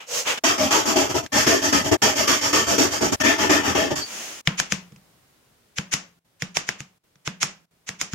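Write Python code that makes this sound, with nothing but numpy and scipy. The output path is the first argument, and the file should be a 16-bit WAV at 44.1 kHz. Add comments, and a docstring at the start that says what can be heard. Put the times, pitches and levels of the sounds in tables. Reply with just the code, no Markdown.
"""A board scrapes over a workbench, close to a stereo microphone in a small woodworking shop.
A frame saw then cuts a thin board in the vice, in four runs of quick pushes and pulls: its teeth
tear fibres and shake blade, board and bench. After a soft sliding hiss, a steel hammer drives a
wooden-handled chisel in groups of two to four blows. Handle and steel crack, the bench thuds and
the near walls answer. Behind it all lies the faint hiss of the room."""
import sys
import numpy as np
from scipy import signal
from scipy.fft import rfft, irfft, next_fast_len
from scipy.io import wavfile
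from scipy.ndimage import uniform_filter1d

SR = 44100
rng = np.random.default_rng(int(sys.argv[2]) if len(sys.argv) > 2 else 0)


def file_out(sig):
    """Save sig as 16-bit WAV at sys.argv[1]."""
    # one column per channel
    cols = np.atleast_2d(sig).T
    # limit, then scale
    lim = np.clip(cols, -1, 1)
    pcm = np.round(lim * 32767).astype(np.int16)
    wavfile.write(sys.argv[1], SR, pcm)


N = 359106

# At the vice, the saw is pushed and bites: t/s, rise/s, rasp/dB, board ring/dB
SAW_PUSHES = [(.436, 0.0025, -19, -22.5), (.704, 0.019, -19.5, -21.5), (0.954, 0.015, -22, -21),
              (1.139, 0.029, -26.5, -23.5), (1.463, .01, -20, -21), (1.722, 0.011, -20.5, -21.5),
              (1.911, 0.014, -24, -18), (2.017, 0.0033, -19, -23.5), (2.272, .008, -19, -26.5),
              (2.526, 0.0097, -20, -25), (2.777, .01, -20, -22.5), (3.004, 0.024, -25.5, -23),
              (3.232, 0.028, -19, -22.5), (3.492, 0.011, -18.5, -19.5), (3.745, 0.012, -23, -20.5),
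              (3.902, 0.01, -31, -23), (3.953, 0.0083, -31.5, -34)]
# It is drawn back, more lightly: t/s, rasp/dB, board ring/dB
SAW_PULLS = [(.571, -25, -21.5), (.847, -24, -26), (1.088, -30.5, -27.5), (1.218, -42.5, -35),
             (1.318, -21.5, -23), (1.611, -25, -24.5), (1.835, -30, -25), (2.147, -24.5, -25),
             (2.404, -25.5, -30), (2.662, -24, -23.5), (2.901, -28, -30.5), (3.118, -25.5, -22.5),
             (3.198, -23, -28), (3.375, -23.5, -22), (3.627, -25, -23.5)]
# Runs with one grip; the last lifts the blade out: stop/s, fizz re rasp/dB, blade re rasp/dB, L-R/dB
SAW_RUNS = [(1.268, -0.5, -25.5, 0.7), (1.965, 0.25, -6, 1.1), (3.156, .5, -12.5, 0.6),
            (3.953, -3.5, -6, 2.2), (4.049, 3, -8, 0.5)]
# Teeth snag and jolt the board: t/s, level/dB, f/Hz
TOOTH_CATCHES = [(.438, -4.5, 666), (1.47, -12, 309.6), (1.92, -14.5, 637), (2.019, -17.5, 830),
                 (2.283, -23, 307), (2.534, -19.5, 666), (2.784, -17, 630), (3.502, -14, 852),
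                 (3.912, -11, 601)]
# Hammer on chisel, and a short swell of hiss added just before each crack, not made by the tools:
# t/s, crack/dB, brightness/dB, bench thud/dB, added hiss/dB, L-R/dB
HAMMER_BLOWS = [(4.4742, -9.5, -11, -22, -37, 0.5), (4.6, -13.5, -0.3, -39, -18.5, 0.5),
                (4.7225, -12.5, -0.5, -28, -28, 4), (5.7847, -17.5, -4, -30.5, -29, 1.5),
                (5.939, -15.5, 3, -36, -18, 2), (6.422, -19, -3, -31, -37, 0),
                (6.57, -12.5, 0.4, -39.5, -24, 0), (6.69, -15, -5, -41.5, -32, .5),
                (6.805, -29, -1.5, -39.5, -40.5, -0.5), (7.276, -19.5, -6, -32, -28.5, -1),
                (7.4299, -13, 2.3, -35, -19.5, -1), (7.891, -22.5, -1.5, -41.5, -30.5, 0),
                (8.0139, -17, 4.5, -46, -29.5, -1.5), (8.1348, -27.5, 0, -28, -36, -1.5)]
# Wood slides on the bench: start/s, end/s, rise/s, level/dB, treble lift/dB, hollow note/dB
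BOARD_SLIDES = [(0, .07, 0.0017, -37, -12, -23.5), (.06, .25, 0.12, -28, 4.5, -4.5),
                (0.243, 0.37, 0.044, -18.5, -7.5, -13.5), (.368, .392, 0.012, -25, -10.5, -13.5)]
# Light knocks of tools and wood: t/s, tick/dB, bench thud/dB
TOOL_TAPS = [(0.38, -34, -75), (1.262, -32, -66), (4.921, -52, -46.5), (4.961, -50.5, -52.5),
             (7.156, -55, -61)]
# The room's hiss at the microphone: t/s, level/dB
ROOM_TONE_LEVELS = [(0, -68.5), (3.2, -50.5), (5.7, -62), (6.3, -66)]
# Brief dropouts, where the whole sound dips abruptly, then returns: start/s, end/s
DROPOUT_SPANS = [(4.412, 4.455), (6.19, 6.25), (6.981, 7.039), (7.654, 7.712)]

# Resonances: f/Hz, width/Hz, relative level/dB
BOARD_MODES = [(212.6, 25, -6), (277.4, 17, 3), (310.7, 13, 1), (604, 96, -7), (650.5, 28, 1.5),
               (838, 29, -4.5), (932, 66, -11.5)]  # the clamped board
EDGE_MODES = [(368, 19, 2.5), (392, 11, -4), (415, 27, -3.5)]  # its free edge above the vice
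FRAME_MODES = [(1148, 55, -2), (1293, 38, 8.5), (1620, 17, -11.5), (2080, 14, -10.5), (2115, 20, -2),
               (2680, 33, 6), (3134, 30, 1)]  # the saw frame with its blade
BLADE_MODES = [(1793, 67, 4.5), (1757, 14, -6.5)]  # the blade under the teeth
BLADE_HIGH_MODES = [(4620, 60, -3), (5200, 60, -2), (5502, 60, 0), (5904, 45, -1), (6500, 70, -3),
                    (7035, 40, -1)]  # the thin blade's treble
HANDLE_MODES = [(414, 490, -12.5), (930, 1000, -7.5), (1540, 690, -1), (2160, 740, -2), (3330, 1000, -8)]  # the chisel's handle
CHISEL_STEEL_MODES = [(4976, 810, 1), (5300, 1100, 3.5), (6910, 400, 1), (9300, 3000, -27),
                      (13000, 2500, -27.5)]  # its steel
# The struck bench: f/Hz, relative level/dB, t60/s
BENCH_MODES = [(80, -16, 0.073), (110, -8, 0.043), (144, 1.5, .085), (166.2, -5.5, 0.078),
               (185.9, -13, .32), (170.5, -25.5, 0.94), (203, -12, 0.24), (283, -14, 0.077),
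               (473, -10.5, .06)]

# Spectra: f/Hz, relative density/dB
RASP_SPECTRUM = [(100, -39.5), (250, -3.5), (700, -3), (1000, 2), (1900, 0.5), (3300, 1), (3900, -11),
                 (5000, -34), (9000, -66)]  # tearing fibres
FIZZ_SPECTRUM = [(2500, -31), (4000, -16), (4700, -1.5), (5600, 1), (7100, -0.5), (7700, -9.5), (8300, -10),
                 (9000, -18), (12000, -18.5), (12800, -12.5), (14500, -20.5), (15500, -34), (16500, -52.5)]  # the teeth's treble
RUMBLE_SPECTRUM = [(20, -23), (55, -17.5), (78, 2.5), (130, -0.5), (180, -5.5), (260, -9.5), (600, -62)]  # the bench under the saw
ADDED_HISS_SPECTRUM = [(100, -20), (600, -15.5), (1200, -11), (2200, -1), (3200, -4.5), (4200, -9.5),
                       (6700, 0.5), (8000, -13.5), (11000, -22.5), (15000, -35.5)]  # the hiss added just before each crack
SCRAPE_SPECTRUM = [(30, -32), (130, -11.5), (300, -6.5), (500, -6), (750, 1), (1400, 0), (2100, 1),
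                   (3000, 3.5), (4000, -10.5), (8000, -34)]  # wood on wood
SHEEN_SPECTRUM = [(2000, -33), (4300, -8), (6300, 1), (7500, -4), (9500, -16), (14000, -16.5), (16000, -25)]  # the bright top of that scrape
HISS_SPECTRUM = [(47, -54), (80, -32), (166, -10), (221, -1), (270, -12), (308, -2), (439, -5.5), (548, -2),
                 (1140, -5), (3010, -1), (3920, -8), (6670, 1), (7620, -8.5), (14800, -18.5), (15800, -18)]  # the soft slide after the sawing
TAIL_SPECTRUM = [(60, -13), (200, -0.5), (450, -6.5), (700, -5), (1100, -2.5), (1800, -1.5), (2800, 0),
                 (4100, -7), (5500, -1), (6800, -1), (8200, -11), (11000, -17), (14000, -18.5),
                 (16000, -44)]  # the echo off the walls
ROOM_TONE_SPECTRUM = [(15, -43), (25, -12.5), (129, 0.5), (152, -2), (297, -5), (399, -6), (433, -5),
                      (509, -7), (4260, -15), (15500, -20.5)]  # the quiet shop
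# The small room's decay: f/Hz, t60/s
ROOM_DECAY = [(150, 0.29), (500, 0.35), (2500, 0.29), (7000, 0.24), (14000, 0.082)]
# Likeness of the microphone's two sides: f/Hz, correlation
STEREO_LIKENESS = [(80, .9), (180, .7), (350, 0.47), (800, 0.22), (2000, 0.033), (10000, 0.029)]

SAW_SIZE, RING_SIZE = int(4.2 * SR), SR // 2  # samples
TURN_S = .006  # strokes overlap at a turn


def saw():
    """Close up, the teeth drive blade, board and bench, each from its own place in the stereo image."""
    drive, speed = saw_motion()
    # the point of contact travels along the blade, so the colour wanders
    bites = patchy(tooth_bites(speed), depth_db=3.2, size=1024)
    frame = amp(-6.5) * resonated(bites[::-1], FRAME_MODES) * panned(6.3)
    rasp = amp(-1.6) * coloured(bites, RASP_SPECTRUM) + frame
    steel = amp(-11) * resonated(bites[::-1], BLADE_HIGH_MODES)
    fizz = (coloured(bites, FIZZ_SPECTRUM) + steel) * panned(-3.9)
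    # the blade's changing pressure bends the board's notes
    wood = np.concatenate([resonated(bites, BOARD_MODES), resonated(bites, EDGE_MODES)])
    wood = gliding(wood, depth=.025, size=3000)
    board, edge = wood[:2] * panned(1.5), wood[2:] * panned(2.2)
    blade = resonated(bites, BLADE_MODES) * panned(2.2)
    bench = coloured(bites, RUMBLE_SPECTRUM) * panned(-.5)
    cut = np.sum(drive * np.array([rasp, fizz, board, edge, blade, bench]), axis=0)
    return np.pad(cut, ((0, 0), (0, N - SAW_SIZE)))


def saw_motion(usual_stroke_s=.12, entry_db=-9, entry_s=.3):
    """The drive on rasp, fizz, board, edge, blade and bench, and the speed, which drops at each turn."""
    drive, speed = np.zeros((6, 2, SAW_SIZE)), np.full(SAW_SIZE, .3)
    for s, rise, fade_db, db, board_db, extra_fizz_db, edge_db, bench_db in strokes():
        _, fizz_db, blade_db, pan_db = next(run for run in SAW_RUNS if run[0] > s + TURN_S)
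        length = stroke_length(s)
        force_db, gate = hand_force(length, rise, fade_db)
        rasp = db + force_db
        fizz = db + fizz_db + extra_fizz_db + 1.14 * force_db  # grows faster than the force
        wood = board_db + hand_force(length, .86 * rise, fade_db)[0]  # peaks ahead of the rasp
        # the bench shakes more on short strokes, less until the teeth are well in the cut
        stall_db = 5 * np.log2(usual_stroke_s / length)
        easing_db = entry_db * np.exp((SAW_PUSHES[0][0] - s) / entry_s)
        bench = wood + bench_db + stall_db + easing_db
        gains = amp([rasp, fizz, wood, wood + edge_db, rasp + blade_db, bench])
        add(drive, s, gains[:, None] * panned(pan_db) * gate)
        add(speed, s, .7 * np.sin(np.linspace(0, np.pi, len(gate))))
    return drive, speed


def strokes():
    """Each stroke: t/s, rise/s, then fade, rasp, board, extra fizz, edge and bench re board, all /dB."""
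    for s, rise, db, board_db in SAW_PUSHES:
        yield s, rise, 13.5, db, board_db, 0, -2, -11
    for s, db, board_db in SAW_PULLS:  # teeth dragged backwards hiss more
        yield s, .4 * stroke_length(s), 9, db, board_db, 1.4, -9, -14


def stroke_length(start):
    """A stroke lasts until the saw turns or stops."""
    turns = [row[0] for row in [*SAW_PUSHES, *SAW_PULLS, *SAW_RUNS]]
    return min(s for s in turns if s > start + TURN_S) - start


def hand_force(length, rise, fade_db, start_db=-8.5):
    """A stroke's force in dB (it swells, holds, then drops as the hand slows) and its on-off gate."""
    t = np.arange(int((length + TURN_S) * SR)) / SR
    rise = np.clip(rise, .002, .9 * length)
    swell = np.clip(1 - t / rise, 0, 1) ** 2
    fade = np.clip((t - rise) / (length - rise), 0, 1) ** 2.1
    opening, closing = t / max(TURN_S, .2 * rise), (t[-1] - t) / TURN_S
    return start_db * swell - fade_db * fade, np.clip(np.minimum(opening, closing), 0, 1)


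def tooth_bites(speed, tooth_rate_hz=620, scatter_db=1.5, bite_s=.0005, rub=2.5):
    """Each passing tooth tears a burst of fibres; faster strokes bring more teeth."""
    rate_hz = tooth_rate_hz * speed * amp(2 * rng.standard_normal(SAW_SIZE))
    teeth_passed = np.floor(np.cumsum(rate_hz) / SR)
    strength = amp(scatter_db * np.clip(rng.standard_normal(SAW_SIZE), -2, 2))
    bites = np.diff(teeth_passed, prepend=0) * strength
    tearing = signal.lfilter([1], [1, -np.exp(-1 / (bite_s * SR))], bites)
    return spread((unit(tearing) + rub) * rng.standard_normal((2, SAW_SIZE)))


def catches(t60=.05, attack_s=.0048):
    """A tooth snags at the start of a stroke and the board rings briefly, a little left of centre."""
    out, t = np.zeros((2, N)), np.arange(SR // 8) / SR
    for s, db, hz in TOOTH_CATCHES:
        phase = 2 * np.pi * hz * t + rng.normal(0, .4, (2, 1))
        add(out, s, amp(db - 60 * t / t60) * (1 - np.exp(-t / attack_s)) * np.sin(phase))
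    return out * panned(2)


def blade_ring(start_s=4.008, rise_s=.024, db=-30):
    """The blade sings briefly as it is drawn out of the cut."""
    out, t = np.zeros((2, N)), np.arange(SR // 6) / SR
    swell = (t / rise_s) ** 2 * np.exp(2 - 2 * t / rise_s)
    ring = resonated(noise(len(t)), [(4517, 20, 0), (4732, 40, -8)])
    add(out, start_s, amp(db) * swell * ring)
    return out


def chisel(hiss_s=.03, early_s=.0008, echo_db=-14.5, hiss_echo_db=3.5):
    """Each blow: the chisel cracks under the hammer, the bench thuds and the near walls answer."""
    out = np.zeros((2, N))
    swell = np.linspace(0, 1, int(hiss_s * SR)) ** 1.5
    near_walls = 1 + .9 * np.exp(-np.arange(RING_SIZE) / SR / .0067)
    for s, db, bright_db, thud_db, hiss_db, pan_db in HAMMER_BLOWS:
        place = panned(pan_db)
        # a short swell of hiss added just before each crack, not made by the tools
        added_hiss = swell * coloured(noise(len(swell)), ADDED_HISS_SPECTRUM)
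        add(out, s - hiss_s, amp(hiss_db) * place * added_hiss)
        add(out, s - early_s, amp(db) * place * crack(bright_db))
        add(out, s, amp(thud_db) * thud())
        # a dull blow leaves a dull echo
        treble_shelf = [(3000, 0), (6000, .87 * bright_db)]
        tail = filtered(room_tail(), lambda hz: amp(along(treble_shelf, hz)))
        echo_gain = amp(echo_db) * np.hypot(amp(db), amp(hiss_db + hiss_echo_db))
        add(out, s, echo_gain * place * near_walls * tail)
    return out


def crack(bright_db, contact_s=.00065, span_s=.0031):
    """A short crushing contact rings handle and steel, with the energy of rms 1 over span_s."""
    t = np.arange(SR // 20) / SR
    contact = t / contact_s * np.exp(-t / contact_s) * rng.standard_normal((2, len(t)))
    contact = contact + .33 * contact[::-1]  # each side hears some of the other
    ring = resonated(contact, HANDLE_MODES) + amp(bright_db) * resonated(contact, CHISEL_STEEL_MODES)
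    return unit(ring) * np.sqrt(span_s / t[-1])


def thud(attack_s=.0036):
    """The bench's low modes waver, at new strengths for each blow; rms 1 over the first 25 ms."""
    t = np.arange(RING_SIZE) / SR
    ring = 0
    for hz, db, t60 in BENCH_MODES:
        waver = np.cumsum(rng.standard_normal(RING_SIZE)) * 4 / np.sqrt(SR)
        phase = 2 * np.pi * (hz * t + rng.random()) + waver + rng.normal(0, .21, (2, 1))
        ring = ring + amp(db + rng.normal(0, 2.2) - 60 * t / t60) * np.sin(phase)
    fade_out = np.clip(10 * (1 - t / t[-1]), 0, 1)
    ring = ring * (1 - np.exp(-t / attack_s)) * fade_out
    return ring / np.sqrt(np.mean(ring[:, :SR // 40] ** 2))


def board_slide(grain_db=.5):
    """Wood rubs on the bench top: a grainy scrape and a bright sheen over the board's hollow note."""
    drive = np.zeros((3, 1, N))
    for start, end, rise, db, lift_db, hollow_db in BOARD_SLIDES:
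        force_db, gate = hand_force(end - start, rise, fade_db=17.5, start_db=-25)
        add(drive, start, amp([0, lift_db, hollow_db])[:, None, None] * amp(db + force_db) * gate)
    rub = noise(N) * amp(grain_db * unit(uniform_filter1d(rng.standard_normal(N), size=90)))
    scrape = amp(-3) * coloured(rub, SCRAPE_SPECTRUM)
    whistle = amp(-13.5) * resonated(rub[::-1], [(6450, 420, 0)])
    sheen = (amp(-1.5) * coloured(rub, SHEEN_SPECTRUM) + whistle) * panned(-2.5)
    hollow = resonated(noise(N), [(480, 56, -2), (592, 100, -4.5)]) * panned(3.6)
    return np.sum(drive * np.array([scrape, sheen, hollow]), axis=0)


def sliding_hiss(start_s=4.02, end_s=4.41, rise_s=.15, db=-33):
    """Between saw and chisel, a soft sliding hiss swells, sinks and stops short."""
    out = np.zeros((2, N))
    force_db, gate = hand_force(end_s - start_s, rise_s, fade_db=9, start_db=-12)
    add(out, start_s, amp(db + force_db) * gate * coloured(noise(len(gate)), HISS_SPECTRUM))
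    return out


def taps(bright_db=-6, echo_db=-2, echo_s=.008):
    """Small contacts of tools and wood: a tick, a short echo and a soft thud of the bench."""
    out = np.zeros((2, N))
    echo_fade = np.exp(-np.arange(RING_SIZE) / SR / echo_s)
    for s, db, thud_db in TOOL_TAPS:
        add(out, s, amp(db) * crack(bright_db))
        add(out, s, amp(db + echo_db) * room_tail() * echo_fade)
        add(out, s, amp(thud_db) * thud())
    return out


def room_tail():
    """Diffuse sound returns from the walls to the microphone; the treble dies first."""
    hz, t, bands = signal.stft(coloured(noise(RING_SIZE), TAIL_SPECTRUM), SR, nperseg=256)
    decay = amp(-60 * t / along(ROOM_DECAY, hz)[:, None])
    return signal.istft(bands * decay, SR, nperseg=256)[1][:, :RING_SIZE]


def room_tone():
    """The faint hiss of the quiet shop, all round the microphone."""
    times, levels_db = np.transpose(ROOM_TONE_LEVELS)
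    return amp(np.interp(np.arange(N) / SR, times, levels_db)) * coloured(noise(N), ROOM_TONE_SPECTRUM)


def dropouts(dip_db=-14, ramp_s=.006):
    """Brief dropouts: the whole sound dips abruptly, then returns."""
    t = np.arange(N) / SR
    inside = sum(np.clip(np.minimum(t - start, end - t) / ramp_s, 0, 1) for start, end in DROPOUT_SPANS)
    return amp(dip_db * inside)


def amp(db):
    """Decibels to gain."""
    return 10 ** (np.asarray(db) / 20)


def unit(x):
    """x at rms 1."""
    return x / np.sqrt(np.mean(x ** 2) + 1e-20)


def along(points, hz):
    """Interpolate (f/Hz, value) points on a log frequency axis."""
    freqs, values = np.transpose(points)
    return np.interp(np.log(hz + 1), np.log(freqs + 1), values)


def filtered(x, response):
    """x through a complex frequency response."""
    n = x.shape[-1]
    padded = next_fast_len(n + 8192)
    return irfft(rfft(x, padded) * response(np.fft.rfftfreq(padded, 1 / SR)), padded)[..., :n]


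def coloured(x, spectrum):
    """x shaped by a smooth spectrum, at rms 1."""
    return unit(filtered(x, lambda hz: amp(along(spectrum, hz))))


def resonated(x, modes):
    """x through a body's resonances, alternating in sign, at rms 1."""
    def response(hz):
        return sum((-1) ** k * amp(db) * 1j * hz * width / (centre ** 2 - hz ** 2 + 1j * hz * width)
                   for k, (centre, width, db) in enumerate(modes))
    return unit(filtered(x, response))


def patchy(x, depth_db, size):
    """x with a random colour that drifts within about a tenth of a second."""
    bands = signal.stft(x, nperseg=size)[2]
    drift = uniform_filter1d(rng.standard_normal(bands.shape), size=3, axis=1)
    drift = uniform_filter1d(drift, size=max(SR // 4 // size, 2), axis=2)
    return unit(signal.istft(bands * amp(depth_db * unit(drift)), nperseg=size)[1][:, :x.shape[-1]])


def gliding(x, depth, size):
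    """x with its pitch drifting by the share depth, over size samples."""
    n = x.shape[-1]
    drift = uniform_filter1d(uniform_filter1d(rng.standard_normal(n), size), size)
    position = np.cumsum(1 + depth * unit(drift - drift.mean()))
    return np.array([np.interp(position, np.arange(n), side) for side in x])


def spread(pair):
    """Two unrelated signals become the microphone's sides: alike in the bass, apart in the treble."""
    def weights(hz):
        angle = np.arccos(along(STEREO_LIKENESS, hz)) / 2
        return np.array([np.cos(angle), np.sin(angle)])
    mid, side = filtered(pair, weights)
    return np.array([mid + side, mid - side])


def noise(size):
    """White stereo noise."""
    return unit(spread(rng.standard_normal((2, size))))


def panned(db):
    """Left and right gains for a source that is db louder on the left."""
    return unit(amp([[db / 2], [-db / 2]]))


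def add(track, s, sound):
    """Mix a sound into the track at time s."""
    i = max(round(s * SR), 0)
    track[..., i:i + sound.shape[-1]] += sound[..., :max(track.shape[-1] - i, 0)]


def scene():
    """The shop as heard from beside the bench, with brief dropouts."""
    sawing = saw() + catches() + blade_ring()
    return (sawing + board_slide() + sliding_hiss() + chisel() + taps() + room_tone()) * dropouts()


def record(dry, top_hz=15900):
    """After the microphone, the loudest peaks are rounded off and the treble ends at top_hz."""
    rounded = dry / (1 + dry ** 6) ** (1 / 6)
    return filtered(rounded, lambda hz: hz < top_hz)


dry = scene()
out = record(dry)
file_out(out)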